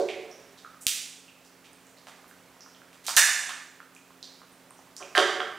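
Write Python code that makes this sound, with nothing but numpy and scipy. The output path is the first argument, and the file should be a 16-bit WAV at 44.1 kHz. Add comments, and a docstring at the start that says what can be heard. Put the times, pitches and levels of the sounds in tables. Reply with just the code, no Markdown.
"""Plastic cups and plates in a bare room

Thin cup walls snap: short crackles shaped by the wall modes. Plates knock on a table: hits ring
a bank of modes. Dull ticks, faint rustling clicks and two low air thumps lie among them.
Hard walls add echoes and a long tail; filtered-noise air and wavering motor tones lie below.
One microphone signal feeds two unequal channels, under a gain control that ducks at loud blows.
"""
import sys
import numpy as np
from scipy import signal
from scipy.fft import rfft, irfft
from scipy.io import wavfile
from scipy.ndimage import uniform_filter1d

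SR = 44100
rng = np.random.default_rng(int(sys.argv[2]) if len(sys.argv) > 2 else 0)


def amplitude_ratio(level_db):
    """Convert a level in decibels to the matching linear amplitude (field) ratio."""
    exponent = np.asarray(level_db, float) / 20
    return 10 ** exponent


def unload_audio(sound):
    """Save the sound as a 16-bit wav file, at the path given as the first command line argument."""
    columns = np.transpose(np.atleast_2d(sound))
    # keep every value between -1 and 1, then stretch to whole-number steps
    steps = np.round(np.clip(columns, -1, 1) * 32767)
    wavfile.write(sys.argv[1], SR, steps.astype(np.int16))


N = 246078
LEAD = SR // 4   # samples ahead of t = 0, for sounds that begin before it

# Cup wall buckling: t/s, energy sent to the walls/dB, best-driven f/Hz,
# fall-off away from it/(dB/octave), direct relative to sent/dB
CUP_SNAPS = [(-.03, -21.5, 4200, 15, -3), (.087, -13, 2240, 17.5, 1.5), (.314, -32.5, 5530, 60, 5.5),
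             (0.574, -31, 3800, 14, -5), (0.647, -24.5, 1280, 40, 6), (0.809, -24.5, 7900, 9, -6),
             (.8677, -1, 2740, 2.8, 9.5), (1.271, -30.5, 2650, 55, -11), (1.449, -38, 4900, 12, 3),
             (1.643, -31, 2370, 10, -3), (1.732, -43, 8500, 25, 11), (1.869, -41.5, 6950, 20, 7),
             (1.97, -36.5, 4160, 21, -4), (2.07, -23.5, 860, 7.5, 0.5), (2.28, -37.5, 7800, -5, 1),
             (2.607, -30.5, 5340, 42, 3), (2.748, -38, 3100, 37, 5), (2.93, -33.5, 1240, 6, 1.5),
             (3.04, -25, 1680, 3.5, -6), (3.066, -9.5, 4160, 6.5, 0), (3.083, -10, 960, 10, 3),
             (3.093, -12.5, 4660, 6, 3.5), (3.1656, 7, 6550, 8.5, 1.5), (3.169, 11, 1780, 37.5, -3),
             (3.1688, 7, 1005, 4.5, -3), (3.170, 7, 3660, 5, 1.5), (3.493, -14, 1100, 8, 1),
             (3.95, -39, 6900, 13, 8), (3.964, -33.5, 2470, 48, 6.5), (4.228, -22, 4150, 23, 5),
             (4.52, -43.5, 9100, 50, 5), (4.707, -40, 8700, 42, 12), (4.77, -41.5, 5860, 16.5, -1),
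             (4.966, -23.5, 5500, 17, 5), (4.998, -28, 1110, 31, 0), (5.026, -24.5, 2460, 39, 5),
             (5.151, -5.5, 1800, 11, -4), (5.179, -1, 3030, 13, 7.5), (5.405, -28, 3160, 56.5, 20)]
# Cup wall modes: f/Hz, sharpness of each of two passes/(f per width), level/dB
CUP_MODES = [(646, 1.5, -0.5), (1256, 2.2, -4.5), (1780, 1.8, -3.2), (2445, 2.07, 0), (3470, 2.65, 0.9),
             (4150, 3.7, -3.9), (4790, 6.3, -0.5), (5690, 4.8, -2.4), (6820, 2.15, -1.5), (8800, 2.34, 0.1),
             (10400, 3.5, -12), (13600, 2.8, -2.5)]
CRACKLE_S, CRACKLE_SHRINK = 0.003, 2.55   # decay at 0 dB direct; dB shorter per dB direct
BELOW_DB_PER_OCTAVE = 9.5   # extra fall-off below best f: a small cup radiates little bass

# Plate knocks on the table: t/s, energy sent to the walls/dB, best-driven f/Hz,
# fall-off away from it/(dB/octave), direct relative to sent/dB
PLATE_KNOCKS = [(-.02, 3.5, 495, 15.5, 4), (5.004, -17.5, 517, 1.5, -5.5), (5.151, -1, 2090, 10.5, 3.5),
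                (5.172, 6.5, 1130, 7.5, -2), (5.1781, 6, 397, 0, 1.5), (5.402, -7, 1800, 7, 4.5)]
# Plate and table-top modes: f/Hz, width/Hz, level before the knock's fall-off/dB
PLATE_MODES = [(374.4, 25.4, 6), (446.6, 12, -0.5), (560.3, 8.3, 0.9), (635.6, 43, 2.5), (726.5, 43, 6),
               (1127, 177, 6), (1380, 95, 2), (1560, 40, 1), (1800, 310, 11), (2650, 1000, 13),
               (3215, 120, 7.5), (4900, 320, -1)]

# Room noise spectrum, relative: f/Hz, density/(dB per Hz)
AIR_SPECTRUM = [(25, -26), (60, -12), (120, -8.5), (250, -4.5), (500, -2), (1000, -5.5), (2000, -8),
                (4000, -14.5), (8000, -18), (16000, -32)]
# Room noise course: t/s, level/dB rms
AIR_COURSE = [(0, -53), (1.1, -60.5), (1.6, -58.5), (2.099, -57.5), (2.9, -58), (3.8, -59.5), (4.398, -58),
              (4.901, -58), (5.58, -56)]
# Motor tones: f/Hz, mean level/dB rms
HUM_TONES = [(129.2, -77.5), (177.6, -70.5), (263.8, -67.5), (382.2, -78.5), (532.9, -89)]
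RUSTLE_PER_S, RUSTLE_DRIVE_DB = 45, -49

# Small dull ticks close by: t/s, direct peak level/dB, ring f/Hz
DULL_TICKS = [(0.675, -54, 1350), (0.745, -43, 1240), (2.243, -43, 1160), (2.312, -42, 1480),
              (2.566, -50, 1110), (2.662, -41, 1220), (2.818, -41.5, 1390), (3.803, -34, 1352),
              (4.106, -44.5, 1070), (4.417, -41, 1140), (4.709, -42, 1010), (4.791, -44, 796),
              (4.872, -49, 970)]
TICK_SHARPNESS, TICK_ROOM_DB = 2.2, -9   # f per width of each pass; sent relative to direct
# Air pushed out of the cup: t/s, peak level/dB
AIR_PUFFS = [(0.8659, -34.5), (3.167, -34)]

# Tail decay: f/Hz, time to fall 60 dB/s
TAIL_T60 = [(250, 1), (600, 0.87), (1500, 0.79), (3500, 0.73), (7000, 0.69), (14000, 0.46)]
# Tail spectrum: f/Hz, relative level/dB
TAIL_COLOUR = [(250, 0), (600, -2.95), (1500, 2.67), (3500, 2.5), (7000, 7), (14000, 3.5)]
# Echoes off the nearest surfaces: delay/s, level/dB
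FIRST_ECHOES = [(.0048, -13.5), (.0095, -5), (0.015, -1.5), (0.026, -7), (0.037, -17.5)]
TAIL_DB, TAIL_RISE_S = -28.5, 0.0031

LIMIT_DB, LIMIT_SHARE = -15, 0.64   # threshold; dB of cut per dB above it
RECOVER_DB_PER_S = 14.5
RIGHT_OVER_LEFT_DB, HISS_DRIVE_DB = 4.5, -64.5
CEILING = 0.85   # full scale = 1


def rms_one(x):
    """Scale to unit rms."""
    return x / np.sqrt(np.mean(x ** 2) + 1e-20)


def peak_one(x):
    """Scale to unit peak."""
    return x / np.abs(x).max()


def energy_one(x):
    """Scale to unit energy."""
    return x / np.sqrt(np.sum(x ** 2))


def on_fft_grid(points, size):
    """Interpolate an (f/Hz, value) table over log f at every bin of a transform of this size."""
    hz, value = np.transpose(points)
    return np.interp(np.log(np.fft.rfftfreq(size, 1 / SR) + 1), np.log(hz), value)


def resonance(x, hz, width_hz):
    """Two-pole band-pass, gain 1 at its top."""
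    r = np.exp(-np.pi * width_hz / SR)
    zeros = [(1 - r * r) / 2, 0, (r * r - 1) / 2]
    poles = [1, -2 * r * np.cos(2 * np.pi * hz / SR), r * r]
    return signal.lfilter(zeros, poles, x)


def ringing(force, hz, sharpness):
    """Damped ring with steep skirts: the resonance acts twice."""
    once = resonance(force, hz, hz / sharpness)
    return peak_one(resonance(once, hz, hz / sharpness))


def drift(rate_hz):
    """Slow random wander: straight lines between random points of unit spread."""
    points = rng.standard_normal(64)
    return np.interp(np.arange(N) / SR * rate_hz, np.arange(64), points)


def contact(decay_s, rattle=0.19):
    """Sharp first contact with a decaying rattle of smaller ones behind it."""
    t = np.arange(4096) / SR
    burst = rng.standard_normal(4096) * np.exp(-t / decay_s) * rattle
    burst[0] = 1
    return burst


def add(track, s, sound):
    """Lay a short sound into a track that starts LEAD samples early."""
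    at = LEAD + round(s * SR)
    track[at:at + len(sound)] += sound[:len(track) - at]


def quickest(power):
    """Shortest causal ring with this power spectrum (minimum phase, by folding the cepstrum)."""
    cepstrum = irfft(np.log(power + 1e-12 * power.max()) / 2)
    half = len(cepstrum) // 2
    folded = np.r_[cepstrum[0], 2 * cepstrum[1:half], cepstrum[half], np.zeros(half - 1)]
    return irfft(np.exp(rfft(folded)))


def snaps():
    """Tiny cracks drive the cup modes, most near the buckle's pitch; returns direct, sent to walls."""
    direct, sent = np.zeros((2, N + LEAD))
    impulse = (np.arange(4096) == 0) * 1.
    cup_power = 0
    for hz, sharpness, level_db in CUP_MODES:
        power = np.abs(rfft(ringing(impulse, hz, sharpness))) ** 2
        cup_power = cup_power + amplitude_ratio(level_db) ** 2 * power / power.max()
    bin_hz = np.fft.rfftfreq(len(impulse), 1 / SR) + 1
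    for s, db, best_hz, fall_db, direct_db in CUP_SNAPS:
        octaves = np.log2(bin_hz / best_hz)
        drive_db = -fall_db * np.abs(octaves) + BELOW_DB_PER_OCTAVE * np.minimum(octaves, 0)
        # over all directions the crackle's colour evens out
        evened = quickest(cup_power * amplitude_ratio(drive_db) ** 2)
        # crisp snaps arrive most directly
        crackle = contact(CRACKLE_S * amplitude_ratio(-CRACKLE_SHRINK * direct_db), rattle=0.35)
        crackled = signal.fftconvolve(evened, crackle)[:len(evened)]
        add(direct, s, amplitude_ratio(db + direct_db) * energy_one(crackled))
        add(sent, s, amplitude_ratio(db) * energy_one(evened))
    return direct, sent


def knocks():
    """Each knock drives the same modes, most near a pitch set by where and how hard it lands."""
    direct, sent = np.zeros((2, N + LEAD))
    no_bass = signal.butter(3, 260, "high", fs=SR, output="sos")
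    for s, db, best_hz, fall_db, direct_db in PLATE_KNOCKS:
        force = signal.sosfilt(no_bass, contact(decay_s=0.00052))
        body = 0
        for k, (hz, width_hz, level_db) in enumerate(PLATE_MODES):
            mode_db = level_db - fall_db * abs(np.log2(hz / best_hz))
            mode = peak_one(resonance(force, hz, width_hz))
            body = body + (-1) ** k * amplitude_ratio(mode_db) * mode   # signs alternate
        body = body * np.hanning(2 * len(body))[len(body):]   # dies away fully
        body = amplitude_ratio(db) * energy_one(body)
        add(direct, s, amplitude_ratio(direct_db) * body)
        add(sent, s, body)
    return direct, sent


def room(x):
    """A few first echoes, then a dense noise tail that builds up and dies band by band."""
    t = np.arange(SR) / SR
    hz, t60_s = np.transpose(TAIL_T60)
    spectrum = rfft(rng.standard_normal(SR)) * amplitude_ratio(on_fft_grid(TAIL_COLOUR, SR))
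    tail = 0
    for k in range(len(hz)):   # overlapping bands that sum to one
        weight = on_fft_grid(np.c_[hz, np.arange(len(hz)) == k], SR)
        tail = tail + irfft(spectrum * weight, SR) * amplitude_ratio(-60 * t / t60_s[k])
    response = amplitude_ratio(TAIL_DB) * tail * (1 - np.exp(-t / TAIL_RISE_S))
    for s, db in FIRST_ECHOES:
        response[round(s * SR)] += amplitude_ratio(db)
    return signal.fftconvolve(x, response)[:len(x)]


def air():
    """Room air: noise of smooth spectrum that swells a little."""
    s, db = np.transpose(AIR_COURSE)
    noise = rms_one(irfft(rfft(rng.standard_normal(N)) * amplitude_ratio(on_fft_grid(AIR_SPECTRUM, N)), N))
    level_db = np.interp(np.arange(N) / SR, s, db) + 0.16 * drift(rate_hz=2.1)
    return noise * amplitude_ratio(level_db)


def hum():
    """Low motor tones: sines that waver in level and slightly in pitch."""
    total = 0
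    for hz, db in HUM_TONES:
        level = np.sqrt(2) * amplitude_ratio(db + 1.1 * drift(rate_hz=3.996))
        phase = 2 * np.pi * np.cumsum(hz + 2.46 * drift(rate_hz=10)) / SR
        total = total + level * np.sin(phase)
    return total


def rustle():
    """Faint clicks at random times and sizes, each ringing one of ten pitches."""
    sizes = amplitude_ratio(1.9 * np.minimum(rng.exponential(1, N), 4))
    sizes = sizes * (rng.random(N) < RUSTLE_PER_S / SR)
    dealt = rng.integers(0, 10, N)
    clicks = 0
    for k, hz in enumerate(np.geomspace(900, 9000, 10)):
        clicks = clicks + resonance(sizes * (dealt == k) + 1e-18, hz, hz / 3)
    return np.r_[np.zeros(LEAD), amplitude_ratio(RUSTLE_DRIVE_DB) * clicks]


def ticks():
    """Brief contacts ring one broad resonance each; returns direct, sent to walls."""
    direct = np.zeros(N + LEAD)
    for s, db, hz in DULL_TICKS:
        add(direct, s, amplitude_ratio(db) * ringing(contact(decay_s=0.00012), hz, TICK_SHARPNESS))
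    return direct, amplitude_ratio(TICK_ROOM_DB) * direct


def puffs():
    """Low thumps: one-sided pressure pushes of about a millisecond, too close to stir the room."""
    out, t = np.zeros(N + LEAD), np.arange(1024) / SR
    for s, db in AIR_PUFFS:
        add(out, s, amplitude_ratio(db) * peak_one(t * np.exp(-t / 0.00066)))
    return out


def gain_control(x):
    """Loud blows pull the gain down at once; it creeps back at a steady dB rate."""
    level_db = 10 * np.log10(uniform_filter1d(x ** 2, size=128).clip(1e-12))
    ramp_db = RECOVER_DB_PER_S * np.arange(N) / SR
    cut_db = LIMIT_SHARE * np.maximum(level_db - LIMIT_DB, 0)
    held_db = np.maximum.accumulate(cut_db + ramp_db) - ramp_db
    return amplitude_ratio(-uniform_filter1d(held_db, size=64))


def scene():
    """Cup, plate and small sounds in the room, over air and hum; same signal to both channels."""
    faint = rustle()
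    direct, sent = np.sum([snaps(), knocks(), [faint, faint], ticks()], axis=0)
    sound = (direct + puffs() + room(sent))[LEAD:] + air() + hum()
    return np.array([sound, sound])


def top_cut(x):
    """Nothing passes above the cut-off."""
    return signal.sosfilt(signal.butter(12, 16660, fs=SR, output="sos"), x)


def record(dry):
    """Louder right channel, bright hiss per channel, shared gain control, rounded peaks, low-pass."""
    hiss = amplitude_ratio(HISS_DRIVE_DB) * signal.lfilter([1, -0.6], [1], rng.standard_normal(dry.shape))
    balance = amplitude_ratio([[-RIGHT_OVER_LEFT_DB / 2], [RIGHT_OVER_LEFT_DB / 2]])
    mix = (dry * balance + hiss) * gain_control(dry[0])
    mix = mix / (1 + (np.abs(mix) / CEILING) ** 4) ** (1 / 4)
    low_pass = signal.cheby2(10, 50, 16600, fs=SR, output="sos")   # 50 dB down from 16.6 kHz
    mix = signal.sosfilt(low_pass, mix)
    return top_cut(mix)


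dry = scene()
out = record(dry)
unload_audio(out)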